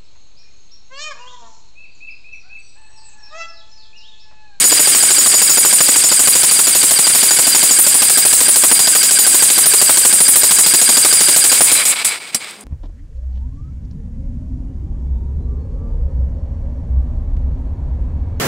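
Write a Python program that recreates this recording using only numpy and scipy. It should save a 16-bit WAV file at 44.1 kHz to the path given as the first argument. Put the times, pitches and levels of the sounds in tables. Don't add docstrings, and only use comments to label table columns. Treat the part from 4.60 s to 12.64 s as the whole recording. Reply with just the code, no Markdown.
import sys
import numpy as np
from scipy import signal
from scipy.fft import rfft, irfft
from scipy.io import wavfile
from scipy.ndimage import uniform_filter1d, minimum_filter1d

SR = 44100
rng = np.random.default_rng(int(sys.argv[2]) if len(sys.argv) > 2 else 0)


def generate_wav(signal):
    frames = np.transpose(np.atleast_2d(signal))
    scaled = np.clip(frames, -1, 1) * 32767
    pcm = np.round(scaled).astype(np.int16)
    wavfile.write(sys.argv[1], SR, pcm)


def boost_factor(decibels):
    exponent = np.asarray(decibels, float) / 20
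    return 10 ** exponent


N = 354519


def curve(rows, column=1):
    rows = np.array(rows)
    return np.interp(np.arange(N) / SR, rows[:, 0], rows[:, column])


def colour(x, points):
    f, db = np.transpose(points)
    hz = np.fft.rfftfreq(len(x), 1 / SR)
    gain = boost_factor(np.interp(np.log(hz + 1), np.log(f), db))
    y = irfft(rfft(x) * gain, len(x))
    return y / y.std()


def wobble(width_hz):
    rate_hz = 400
    count = int(N / SR * rate_hz) + 2
    z = rng.standard_normal((count, 2)) @ [1, 1j]
    z = signal.lfilter([1], [1, -np.exp(-np.pi * width_hz / rate_hz)], z)
    return np.interp(np.arange(N) * rate_hz / SR, np.arange(count), z / z.std())


# (time [s], blow number [count])
PACE = [(0.0399, 0), (0.4245, 5), (0.739, 9), (1.5922, 20), (2.308, 29), (2.787, 35), (3.1085, 39),
        (3.3424, 42), (3.958, 50), (4.1912, 53), (4.5083, 57), (5.4495, 69), (5.7565, 73), (6.2895, 80),
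        (6.6838, 85), (6.9168, 88)]
SLOWING_S = [7.0061, 7.1158, 7.2526, 7.4472, 7.746]


def strikes():
    s, number = np.transpose(PACE)
    powered = np.interp(np.arange(number[-1] + 1), number, s)
    return np.concatenate([powered, SLOWING_S])


def cycle():
    s = strikes()
    s = np.concatenate([[2 * s[0] - s[1]], s, [s[-1] + 0.35]])
    t = np.arange(N) / SR
    k = np.searchsorted(s, t, "right") - 1
    return np.maximum(k - 1, 0), t - s[k], np.diff(s)[k]


# (time [s], strength [dB], damping [factor])
STRENGTH = [
    (0, -4, 0.84),
    (6.9, 2.5, 1.3),
    (7.0065, -1, 0.82),
    (7.116, 0.5, 0.98),
    (7.252, -4.5, 1.2),
    (7.447, -9.5, 1.54),
    (7.745, -12.5, 4.22),
]


def force():
    now = np.arange(N)
    start = now - np.round(cycle()[1] * SR).astype(int).clip(0, now)
    return boost_factor(curve(STRENGTH))[start], curve(STRENGTH, column=2)[start]


# (frequency [Hz], level [dB])
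CRACK = [(60, -37), (150, -7.5), (400, -7.5), (2000, -6.5), (5000, 2.5), (9000, -10), (11500, -6),
         (13200, -12), (14500, 1), (16000, -27)]
# (frequency [Hz], level [dB])
RINGING = [(3000, -33), (5500, -14), (11500, -1), (13200, 9), (15800, -14)]
# (frequency [Hz], level [dB])
HOUSING = [(5500, -24.5), (6800, -9.5), (7600, -3), (8100, 0.5), (8800, -4), (9600, -4.5), (10500, -3.5),
           (11300, -13.5), (14000, -19)]


def blow():
    age = cycle()[1]
    strength, damping = force()
    crack = boost_factor(-2.5 - 60 * age / 0.057) + boost_factor(-15.5 - 60 * age * damping / 0.36)
    ringing = boost_factor(-15.5 - 60 * age * damping / 0.28)
    rattle_db = 8.0 * wobble(width_hz=50).real
    housing = boost_factor(-3.0 + rattle_db - 60 * age * damping / 0.36) + boost_factor(-4 - 60 * age / 0.047)
    noise = rng.standard_normal((3, N))
    parts = crack * colour(noise[0], CRACK)
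    parts += ringing * colour(noise[1], RINGING)
    parts += housing * colour(noise[2], HOUSING)
    return strength * parts


# (time [s], extra overload [dB], extra tip ring [dB])
ODD = [(0.118, 2.5, -11), (1.049, 4.5, -1), (1.204, 6, 4), (1.283, 2.5, .1), (1.437, -5.5, -3),
       (1.672, 3, 11), (1.83, 0, -5), (2.468, 1.5, -15), (2.948, 1, -1), (3.187, .1, 16), (4.036, 4.5, 4),
       (4.113, 3.5, 6), (4.35, 1, 5.5), (4.429, -8, -1), (4.509, -7, -2), (4.585, -2.5, 10), (4.977, 4, 7),
       (5.057, 1, 9), (5.214, 2.5, 5.5), (5.293, 3.5, -1.5), (5.757, 2, 10.5), (6.29, 2, -6),
       (6.447, 4.5, 0), (6.684, 0, -6), (6.917, 1.5, -2), (7.006, 5, 2.5), (7.116, 1.5, 0),
       (7.253, -26, -10), (7.447, -27, -7), (7.747, -10, .1)]


def odd_db(column):
    s, rows = strikes(), np.array(ODD)
    extra = np.zeros(len(s))
    nearest = abs(s[:, None] - rows[:, 0]).argmin(axis=0)
    extra[nearest] = rows[:, column]
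    return extra


# (time [s], shank freedom [dB], tip freedom [dB])
GRIP = [(0.04, -14.5, -7), (0.4, -21, -21), (0.75, -11.5, -14.5), (1.1, -22, -9), (1.4, -12, -28),
        (1.7, -22.5, -17), (2.3, -22.5, -15), (2.8, -19, -15), (3.1, -15.5, -11), (3.351, -35, -9.5),
        (3.8, -25.5, -12.5), (4.4, -16, -17), (4.75, -19, -11), (5.0, -27.5, -13), (5.7, -25, -6.5),
        (6.002, -14.5, -11), (6.6, -23, -15), (6.95, -22, -8)]
# (share of shank freedom [ratio], share of tip freedom [ratio], offset [dB], scatter by blow [dB])
RING_LAW = [(0.83, 0.11, 1.1, 2.5), (0.15, 1, 1.9, 4.5), (0.049, 0.77, -11, 1.5), (0, 0.56, -20.5, 3.5)]


def ring_db():
    s, (at, shank, tip), law = strikes(), np.transpose(GRIP), np.transpose(RING_LAW)
    shank_db = np.interp(s, at, shank)
    tip_db = np.interp(s, at, tip) + odd_db(column=2)
    level = np.outer(shank_db, law[0]) + np.outer(tip_db, law[1]) + law[2]
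    scatter_db = law[3] * rng.standard_normal(level.shape)
    fade_db = 57 * np.maximum(s - 7.05, 0)
    return level + scatter_db - fade_db[:, None]


BIT_HZ = [4838, 5375, 6965, 9390, 12035, 14870, 15275, 15600]
# (level in its group [dB], free t60 [s], landed t60 [s], mode group [RING_LAW row, counted from
BIT = [(3.3, 0.16, 0.071, 2), (3.2, 0.11, 0.14, 2), (16.6, 0.11, 0.12, 2), (10.1, 0.25, 0.092, 3),
       (11.7, 0.26, 0.13, 4), (5.8, 0.48, 0.1, 5), (6, 0.27, .15, 5), (4, 0.38, 0.12, 5)]


def bit():
    k, age, _ = cycle()
    rows, out = ring_db(), np.zeros(N)
    damping = force()[1]
    landing = .027 + .004 * rng.standard_normal(len(rows))[k]
    for hz, (db, free, landed, column) in zip(BIT_HZ, BIT):
        detune = 1 + 0.00214 * rng.standard_normal(len(rows))[k]
        free_part = np.minimum(age, landing) / free
        landed_part = np.maximum(age - landing, 0) / landed
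        fall_db = 60 * damping * (free_part + landed_part)
        swing = (1 + 1.01 * wobble(width_hz=78)) * np.exp(2j * np.pi * hz * detune * age)
        onset = 1 - np.exp(-age / 0.0029)
        out += boost_factor(rows[k, int(round(column)) - 2] + db - fall_db) * swing.imag * onset
    return out


STEEL_HZ = [2225, 4015, 4838, 7465, 8100, 8665, 9275, 10145, 10557, 11336, 11861, 14376]
# (struck level [dB], t60 [s], coasting level [dB], width [Hz], gear-loaded level [dB])
STEEL = [(-37, 0.46, -11, 39, -25), (-27.5, 0.57, -13, 28, -40), (-17.5, 0.88, -16, 48, -20.5),
         (-15.5, 0.54, -28, 32, -42), (-7, 0.36, -16, 280, -37), (-7, 0.55, -19, 320, -16),
         (-12, 0.47, -30, 84, -16), (-13, 0.17, -26, 160, -42), (-13.5, 0.44, -35, 38, -44),
         (-43, 0.24, -40, 54, -45), (-22, 0.54, -40, 86, -43), (-34, .25, -56, 60, -55)]
# (frequency [Hz], level [dB], t60 [s])
KNOCK = [(4150, -20, .06), (4830, -13, 0.031), (5600, -7, 0.029), (7600, -14, 0.094), (215, -27, 0.098),
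         (3000, -19, .03), (9300, -24, .2)]


def steel():
    k, age, stroke = cycle()
    strength, damping = force()
    shaking, out = grinding(), np.zeros(N)
    load = np.exp(-((age / stroke - .78) / 0.15) ** 2) * boost_factor(curve(WHINE))
    for hz, (db, t60, shaken_db, width_hz, loaded_db) in zip(STEEL_HZ, STEEL):
        luck = rng.standard_normal(len(strikes()))
        luck_db = 6.5 * uniform_filter1d(luck, size=4)[k]
        struck = strength * boost_factor(db + luck_db - 60 * age * damping / t60)
        level = struck + shaking * boost_factor(shaken_db) + load * boost_factor(loaded_db)
        out += level * (wobble(width_hz) * np.exp(2j * np.pi * hz * age)).real
    knock = sum(boost_factor(db - 60 * age / t60) * np.sin(2 * np.pi * hz * age) for hz, db, t60 in KNOCK)
    last = np.arange(N) > SLOWING_S[-1] * SR
    return out + last * knock


# (frequency [Hz], level [dB])
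MOTOR = [(25, -32), (285, -13.5), (900, -18.5), (1500, -12.5), (2300, -9.5), (3700, -11), (6000, -12.5),
         (8400, -5), (16000, -34.5)]
# (multiple [ratio], level [dB])
MESH = [(1, -26), (2, -24), (3, -12), (4, -31), (5, -12)]
# (time [s], level [dB], extra level of the lowest gear tone [dB])
WHINE = [(0, 4, 2), (1, 0.5, 3), (2, 0, 0), (3, 1.5, 3.5), (3.6, -1, 7), (4.1, -2, 7.5), (4.6, 0, 8.5),
         (5.2, 1, 5), (5.8, -1.5, 6.5), (6.4, 3.1, 5), (6.92, 3, 7), (6.97, 3.5, .1), (7.05, 0, .1),
         (7.2, -31, 1)]
TEETH = 128.5


def motor():
    k, age, stroke = cycle()
    turn = age / stroke
    load = np.exp(-((turn - .84) / 0.098) ** 2) * (stroke < .085)
    flutter_db = 3 * wobble(width_hz=60).real
    roar = boost_factor(-18.0 + 0.43 * load + flutter_db) * colour(rng.standard_normal(N), MOTOR)
    mesh_hz = TEETH / stroke * (1 - .55 * np.clip(turn - .78, 0, 1))
    phase = 2 * np.pi * np.cumsum(mesh_hz) / SR
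    grip_db = 1.5 * rng.standard_normal((len(strikes()), len(MESH)))[k]
    lowest_db = curve(WHINE, column=2)
    grip_db[:, 0] += lowest_db
    grip_db[:, 2] -= 0.38 * lowest_db
    teeth = np.zeros(N)
    for j, (multiple, db) in enumerate(MESH):
        tone = (1 + 0.27 * wobble(width_hz=200)) * np.exp(1j * round(multiple) * phase)
        teeth += boost_factor(db + grip_db[:, j]) * tone.real
    return (roar + teeth * load) * boost_factor(curve(WHINE))


# (time [s], level [dB])
COAST = [
    (7.0, -38),
    (7.08, -16.5),
    (7.2, -15),
    (7.4, -21.5),
    (7.55, -22.5),
    (7.61, -34),
    (7.85, -30),
    (7.93, -34.5),
    (8.04, -53),
]
# (time [s], depth [dB], half width [s])
STALLS = [
    (7.14, 9, 0.014),
    (7.245, 11, 0.014),
    (7.35, 13, 0.0094),
    (7.437, 15, 0.006),
    (7.595, 18, 0.0056),
    (7.718, 11, 0.01),
    (7.79, 13, 0.011),
]


def grinding():
    t = np.arange(N) / SR
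    drop_db = sum(db * np.exp(-((t - s) / width) ** 2) for s, db, width in STALLS)
    return boost_factor(curve(COAST) - drop_db) * (t > COAST[0][0])


# (frequency [Hz], level [dB])
IDLE = [(25, -42), (200, -21), (1200, -11), (1900, -9), (2300, -1.5), (2800, -9), (3500, -8), (5000, -11.5),
        (6300, -20.5), (8300, -9), (11000, -27), (15800, -29)]


def coasting():
    contacts = (rng.random(N) < 2500 / SR) * rng.standard_normal(N)
    chatter = contacts * boost_factor(1.46 * rng.exponential(1, N))
    grind = colour(chatter / chatter.std() + 1.25 * rng.standard_normal(N), IDLE)
    clumps = boost_factor(2.0 * wobble(width_hz=38).real)
    return grinding() * clumps * grind


# (time [s], peak level [dB])
CLICKS = [
    (7.9094, -10),
    (7.9543, -24),
    (8.009, -11),
]


def clicks():
    out, t = np.zeros(N), np.arange(600) / SR
    tick = colour(rng.standard_normal(N), HOUSING)
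    for s, db in CLICKS:
        part = out[round(s * SR):][:600]
        part += boost_factor(db - 16.5 - 60 * t[:len(part)] / 0.019)
    return out * tick


# (start time [s], frequency [Hz], level [dB], rise time [s])
SETTLE = (7.95, 208, -42, .07)


def settling():
    s, hz, db, rise = SETTLE
    t = np.arange(N) / SR - s
    turn = np.exp(2j * np.pi * hz * t)
    hum = (1 + .15 * wobble(width_hz=30)) * (turn + .3 * turn ** 2)
    return boost_factor(db) * np.clip(t / rise, 0, 1) * hum.real


# (frequency [Hz], level [dB])
YARD = [(25, -26), (200, 1), (1000, -1), (6000, -25), (8300, -25), (12000, -20), (15800, -28)]


def yard():
    return boost_factor(-46.0) * colour(rng.standard_normal(N), YARD)


def scene():
    mono = blow() + steel() + bit() + motor() + coasting() + clicks() + settling() + yard()
    return np.array([mono, mono])


# (frequency [Hz], level [dB])
POPS = [(30, -51), (100, -12.5), (250, 1), (600, 1), (1200, -1), (3000, -5), (8000, -19.5), (16000, -42)]
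OVERLOAD_DB, OVERLOAD_SCATTER_DB = -20.5, 0.5


def crackle():
    k, age, _ = cycle()
    chance = 900 / SR / (1 + np.exp((age - .014) / 0.003)) + 250 / SR
    pops = rng.random(N) < chance
    side = np.where(rng.random(N) < .25, -1, 1)
    size = pops * side * boost_factor(2.04 * np.minimum(rng.exponential(1, N), 4))
    scatter_db = OVERLOAD_SCATTER_DB * rng.standard_normal(len(strikes()))
    blow_db = OVERLOAD_DB + odd_db(column=1) + scatter_db
    level = boost_factor(blow_db[k] - 6.) * (0.19 + 1 / (1 + np.exp((age - .016) / 0.0013)))
    return colour(size * level, POPS) * boost_factor(-24.0)


def top_cut(x):
    return signal.sosfilt(signal.butter(12, 16890, fs=SR, output="sos"), x)


def record(dry):
    capsule = 2.15 * np.tanh(dry / 3.0)
    peak_db = -minimum_filter1d(-20 * np.log10(abs(capsule[0]) + 1e-9), size=90, origin=-44)
    slide = np.arange(N) * 2500.0 / SR
    ahead_db = np.maximum.accumulate((peak_db - slide)[::-1])[::-1] + slide
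    fall = np.arange(N) * 1200.0 / SR
    held_db = np.maximum.accumulate(ahead_db + fall) - fall
    over_db = np.maximum(held_db + 3, 0)
    limited = 1.47 * capsule / boost_factor(uniform_filter1d(over_db, size=30)) + crackle()
    rumble_cut = signal.butter(2, 40, "high", fs=SR, output="sos")
    rounded = signal.sosfilt(rumble_cut, 0.83 * np.tanh(limited / 0.83))
    edge = signal.firwin(1201, 15790, window=("kaiser", 9), fs=SR)
    mix = signal.oaconvolve(rounded, edge[None], "same")
    return top_cut(mix)


dry = scene()
out = record(dry)
generate_wav(out)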